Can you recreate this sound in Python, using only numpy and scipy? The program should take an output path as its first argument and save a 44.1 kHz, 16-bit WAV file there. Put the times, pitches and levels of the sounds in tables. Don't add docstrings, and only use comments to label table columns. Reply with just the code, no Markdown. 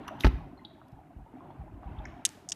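import sys
import numpy as np
from scipy import signal
from scipy.fft import rfft, irfft
from scipy.io import wavfile

SR = 44100
rng = np.random.default_rng(int(sys.argv[2]) if len(sys.argv) > 2 else 0)


def wrap_up_sound(samples):
    columns = np.atleast_2d(samples).T
    tamed = np.clip(columns, -1, 1)
    steps = np.round(tamed * 32767).astype(np.int16)
    wavfile.write(sys.argv[1], SR, steps)


N = 112454
T = np.arange(N) / SR
FREQS_HZ = np.maximum(np.arange(N // 2 + 1) * SR / N, 1)
ROOM_T60_S, ROOM_BUILD_S = 0.58, 0.0027

# t/s, level/dB
PATTER_LEVEL = [(0, -45.5), (.3, -46.5), (.7, -55), (1.25, -55.5), (1.45, -49), (1.8, -52), (1.85, -49),
                (2.1, -46.5), (2.3, -55.5), (2.54, -56.5)]
# f/Hz, level/dB
PANE_TONE = [(40, -7), (130, 0.5), (210, -7), (285, 0), (390, -9), (490, -17.5), (680, -6.5), (930, -10),
             (1150, -18), (1500, -22), (4000, -59.5)]
# t/s, level/dB
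SPATTER_LEVEL = [(0, -58), (.2, -57.5), (.4, -70), (1.2, -73.5), (1.5, -66), (1.8, -71), (1.85, -65),
                 (2.08, -59.5), (2.54, -71)]
# f/Hz, level/dB
SPATTER_TONE = [(700, -22), (1200, 2.5), (1600, -1), (2900, -9), (4800, -25), (10000, -38)]

def rain():
    dull = drops(PANE_TONE, per_s=250, t60=0.093, low_hz=131, high_hz=1148, wash_db=-3)
    fine = drops(SPATTER_TONE, per_s=420, t60=0.03, low_hz=1113, high_hz=4415, wash_db=1)
    dull_gain = from_db(np.interp(T, *np.transpose(PATTER_LEVEL)))
    fine_gain = from_db(np.interp(T, *np.transpose(SPATTER_LEVEL)))
    return dull * dull_gain + fine * fine_gain


def drops(tone, per_s, t60, low_hz, high_hz, wash_db, spread_db=3):
    out = np.zeros(N)
    t, fade = T[:SR // 8], decay(t60)[:SR // 8]
    wash = noise(tone)
    for when, pitch, chance in rng.random((int(per_s * N / SR), 3)):
        hz = low_hz * (high_hz / low_hz) ** pitch
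        size = min(-np.log(1 - chance), np.pi)
        gain = np.sqrt(hz) * from_db(spread_db * size)
        add(out, when * N / SR, gain * np.sin(2 * np.pi * hz * t) * fade)
    return rms_one(colour(out, tone) + from_db(wash_db) * wash)


# t/s, level/dB, f/Hz, width/octaves
HARD_TAPS = [(0.001, -34, 335, 0.4), (0.076, -52, 5770, 0.074), (0.0799, -30, 1230, 0.34),
             (.0805, -32, 2750, 0.33), (0.0861, -26.5, 1210, 0.45), (.108, -37, 690, 0.11),
             (0.2063, -24.5, 3200, 0.34), (0.2365, -18.5, 2250, 0.37), (0.529, -41, 269, 0.16),
             (0.572, -63.5, 4140, 0.048), (.588, -57, 1980, 0.094), (0.649, -34.5, 3650, 0.2),
             (0.815, -44.5, 1210, 0.32), (1.338, -43, 272, 0.082), (1.406, -42.5, 930, 0.28),
             (1.503, -37, 750, 0.45), (1.8318, -36.5, 900, 0.68), (1.986, -51, 3450, 0.14),
             (2.0532, -31.5, 1680, 0.34), (2.0537, -41.5, 5900, 0.23)]

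def taps(rise_s=0.0013):
    out = np.zeros(N)
    for s, db, hz, width in HARD_TAPS:
        band = 1 / (1 + (np.log2(FREQS_HZ / hz) / width) ** 4)
        cluster = irfft(rfft(rng.standard_normal(N)) * band, N)
        t60 = 0.009 * np.sqrt(1000 / hz) / width
        shape = decay(t60) * rise(rise_s)
        ring = cluster * shape
        add(out, s, from_db(db) * ring * np.linalg.norm(shape) / np.linalg.norm(ring))
    return room(out, echo_db=-10.5)


# t/s, body level/dB, crack level/dB
KNOCK_HITS = [(0.2454, -7.5, -15.5), (0.2497, -21, -19.5), (0.2544, -20, -24), (0.2633, -31, -31),
              (0.2675, -14.5, -21), (0.2758, -28.5, -31.5)]
# f/Hz, level/dB, t60/s
FRAME_NOTES = [(57, 3.5, 0.1), (98, -8.5, 0.07), (128.3, -14, 0.12), (191.6, -11.5, 0.099),
               (265.6, -15, 0.11), (383.5, -10.5, 0.05), (868, -13.5, 0.038), (1328, -20, 0.053)]
# f/Hz, level/dB
CRACK_TONE = [(300, 2), (1900, -8), (5600, -20), (7500, -39.5), (14000, -54)]

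def knock(crack_t60_s=0.021, rise_s=0.00032):
    out = np.zeros(N)
    body = sum((-1) ** k * from_db(db) * np.sin(2 * np.pi * hz * T) * decay(t60)
               for k, (hz, db, t60) in enumerate(FRAME_NOTES))
    for s, body_db, crack_db in KNOCK_HITS:
        crack = from_db(crack_db) * noise(CRACK_TONE) * decay(crack_t60_s)
        add(out, s, (from_db(body_db) * body + crack) * rise(rise_s))
    return room(out, echo_db=-17.5)


# t/s, level/dB, brightness/(dB per octave), low-note level/dB
CLOSE_TICKS = [(2.2515, -3, 9, -3.5), (2.252, -11, -16, 7.5), (2.2552, -6.5, 5.5, 0), (2.2905, -28, 4, -6),
               (2.489, -17, -4, -16), (2.4911, -18.5, -6, -15.5), (2.497, -18, -4, -23),
               (2.4993, -25, -9, -12), (2.5038, -27, -8, -18), (2.5067, -23, -7, -15),
               (2.5183, -19, -5, -16), (2.52, -10.5, -9, -2)]
# t/s, level/dB, brightness/(dB per octave), low-note level/dB
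TICK_RUNS = [(2.2574, -12.5, 6.5, -3.5), (2.5206, -14.5, -13.5, -7)]
# f/Hz, level/dB
TICK_ECHO_TONE = [(2500, -1.5), (7500, -7.5), (13000, -14.5)]

def ticks(run_length=8, gap_s=0.00115, loss_db=1.5, echo_db=-24.5):
    out = np.zeros(N)
    for s, db, bright, low_db in CLOSE_TICKS:
        add(out, s, tick(db, bright, low_db))
    for s, db, bright, low_db in TICK_RUNS:
        for k in range(run_length):
            when = s + gap_s * (k + rng.normal(0, .12))
            add(out, when, tick(db - loss_db * k, bright - k / 2, low_db))
    fade = decay(ROOM_T60_S) ** 2
    echo_energy = np.abs(signal.fftconvolve(out ** 2, fade / fade.sum())[:N])
    return out + from_db(echo_db) * np.sqrt(echo_energy) * noise(TICK_ECHO_TONE)


# f/Hz, level/dB, t60/s
TICK_HIGH_NOTES = [(5176, -7.5, 0.0044), (5710, -2.5, 0.0036), (6440, 0.5, 0.0034), (8120, -3.5, 0.003),
                   (10480, -9.5, 0.0017)]
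# f/Hz, level/dB, t60/s
TICK_LOW_NOTES = [(1770, -19.5, 0.0064), (3050, -8, 0.0059), (3580, -6.5, 0.0057)]

def tick(db, bright, low_db, edge_hz=4850):
    pivot_hz = TICK_HIGH_NOTES[1][0]
    tilted = [(hz, level + bright * np.log2(hz / pivot_hz), t60) for hz, level, t60 in TICK_HIGH_NOTES]
    snap = signal.sosfilt(signal.butter(8, edge_hz, "high", fs=SR, output="sos"), tick_ring(tilted))
    return from_db(db) * (snap + from_db(low_db) * tick_ring(TICK_LOW_NOTES))


def tick_ring(notes, rise_cycles=2.04):
    t, out = T[:SR // 40], 0
    for hz, db, t60 in notes:
        swell = 1 - np.exp(-(t * hz / rise_cycles) ** 2)
        gain = from_db(db + rng.normal())
        wave = np.sin(2 * np.pi * hz * rng.normal(1, 0.026) * t)
        out = out + gain * swell * decay(t60)[:len(t)] * wave
    return out


# t/s, level/dB, f/Hz
SOFT_THUMPS = [(.333, -24.5, 66.6), (.368, -31.5, 84), (0.927, -40, 120), (1.163, -30.5, 64),
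               (1.591, -30.5, 68), (1.735, -34.5, 86), (1.858, -30.5, 55.6), (1.912, -32.5, 64.6),
               (1.979, -31.5, 64.3), (2.073, -36.5, 51.3)]
# f/Hz, level/dB
RUMBLE_TONE = [(28, -9.5), (48, 14), (110, -4), (180, -1), (700, -64.5)]

def thumps(rise_s=0.0023, t60=0.058, rumble_db=-8.5, rumble_t60_s=0.34):
    out = np.zeros(N)
    swell = rise(rise_s)
    shape = swell * decay(t60)
    for s, db, hz in SOFT_THUMPS:
        swing = np.sin(2 * np.pi * hz * T) * shape / shape.max()
        rumble = from_db(rumble_db) * noise(RUMBLE_TONE) * swell * decay(rumble_t60_s)
        add(out, s, from_db(db) * (swing + rumble))
    return out


# t/s, length/s, level/dB
FRAME_SCUFFS = [(.079, 0.0056, -49), (0.208, 0.0022, -39.5), (0.199, .074, -53.5), (.2625, .0018, -53),
                (0.2767, 0.0016, -45), (.882, 0.0057, -69.5), (0.917, 0.0067, -71)]
# f/Hz, level/dB
SCUFF_TONE = [(2500, 4), (5800, 4.5), (8000, -7.5), (11500, 2.5), (14500, -6)]

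def scuffs(edge_s=0.001):
    level = np.zeros(N)
    for s, length, db in FRAME_SCUFFS:
        inside_s = np.minimum(T - s, s + length - T)
        level += from_db(db) * np.clip(inside_s / edge_s + .5, 0, 1)
    return room(level * noise(SCUFF_TONE), echo_db=-17.5)


def hiss(db=-81):
    return from_db(db) * rng.standard_normal(N)


def room(x, echo_db):
    tail = rng.standard_normal(N) * decay(ROOM_T60_S) * rise(ROOM_BUILD_S)
    return x + from_db(echo_db) * signal.fftconvolve(x, tail / np.linalg.norm(tail))[:N]


def from_db(db):
    return 10 ** (np.asarray(db) / 20)


def rms_one(x):
    return x / np.sqrt(np.mean(x ** 2) + 1e-20)


def colour(x, tone):
    hz, db = np.transpose(tone)
    gain = from_db(np.interp(np.log(FREQS_HZ), np.log(hz), db))
    return rms_one(irfft(rfft(x) * gain, N))


def noise(tone):
    return colour(rng.standard_normal(N), tone)


def rise(seconds):
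    return 1 - np.exp(-T / seconds)


def decay(t60):
    return np.exp(-np.minimum(np.log(1000) * T / t60, 80))


def add(out, s, x):
    i = int(np.clip(s * SR, 0, N - 1))
    out[i:i + len(x)] += x[:N - i]


def scene():
    return (rain() + taps() + scuffs() + knock() + thumps() + ticks() + hiss())[None]


def record(dry):
    low_hz, high_hz = 36, 14450
    thin = signal.sosfilt(signal.butter(4, low_hz, "high", fs=SR, output="sos"), dry)
    return signal.sosfilt(signal.ellip(10, .3, 80, high_hz, fs=SR, output="sos"), thin)


dry = scene()
out = record(dry)
wrap_up_sound(out)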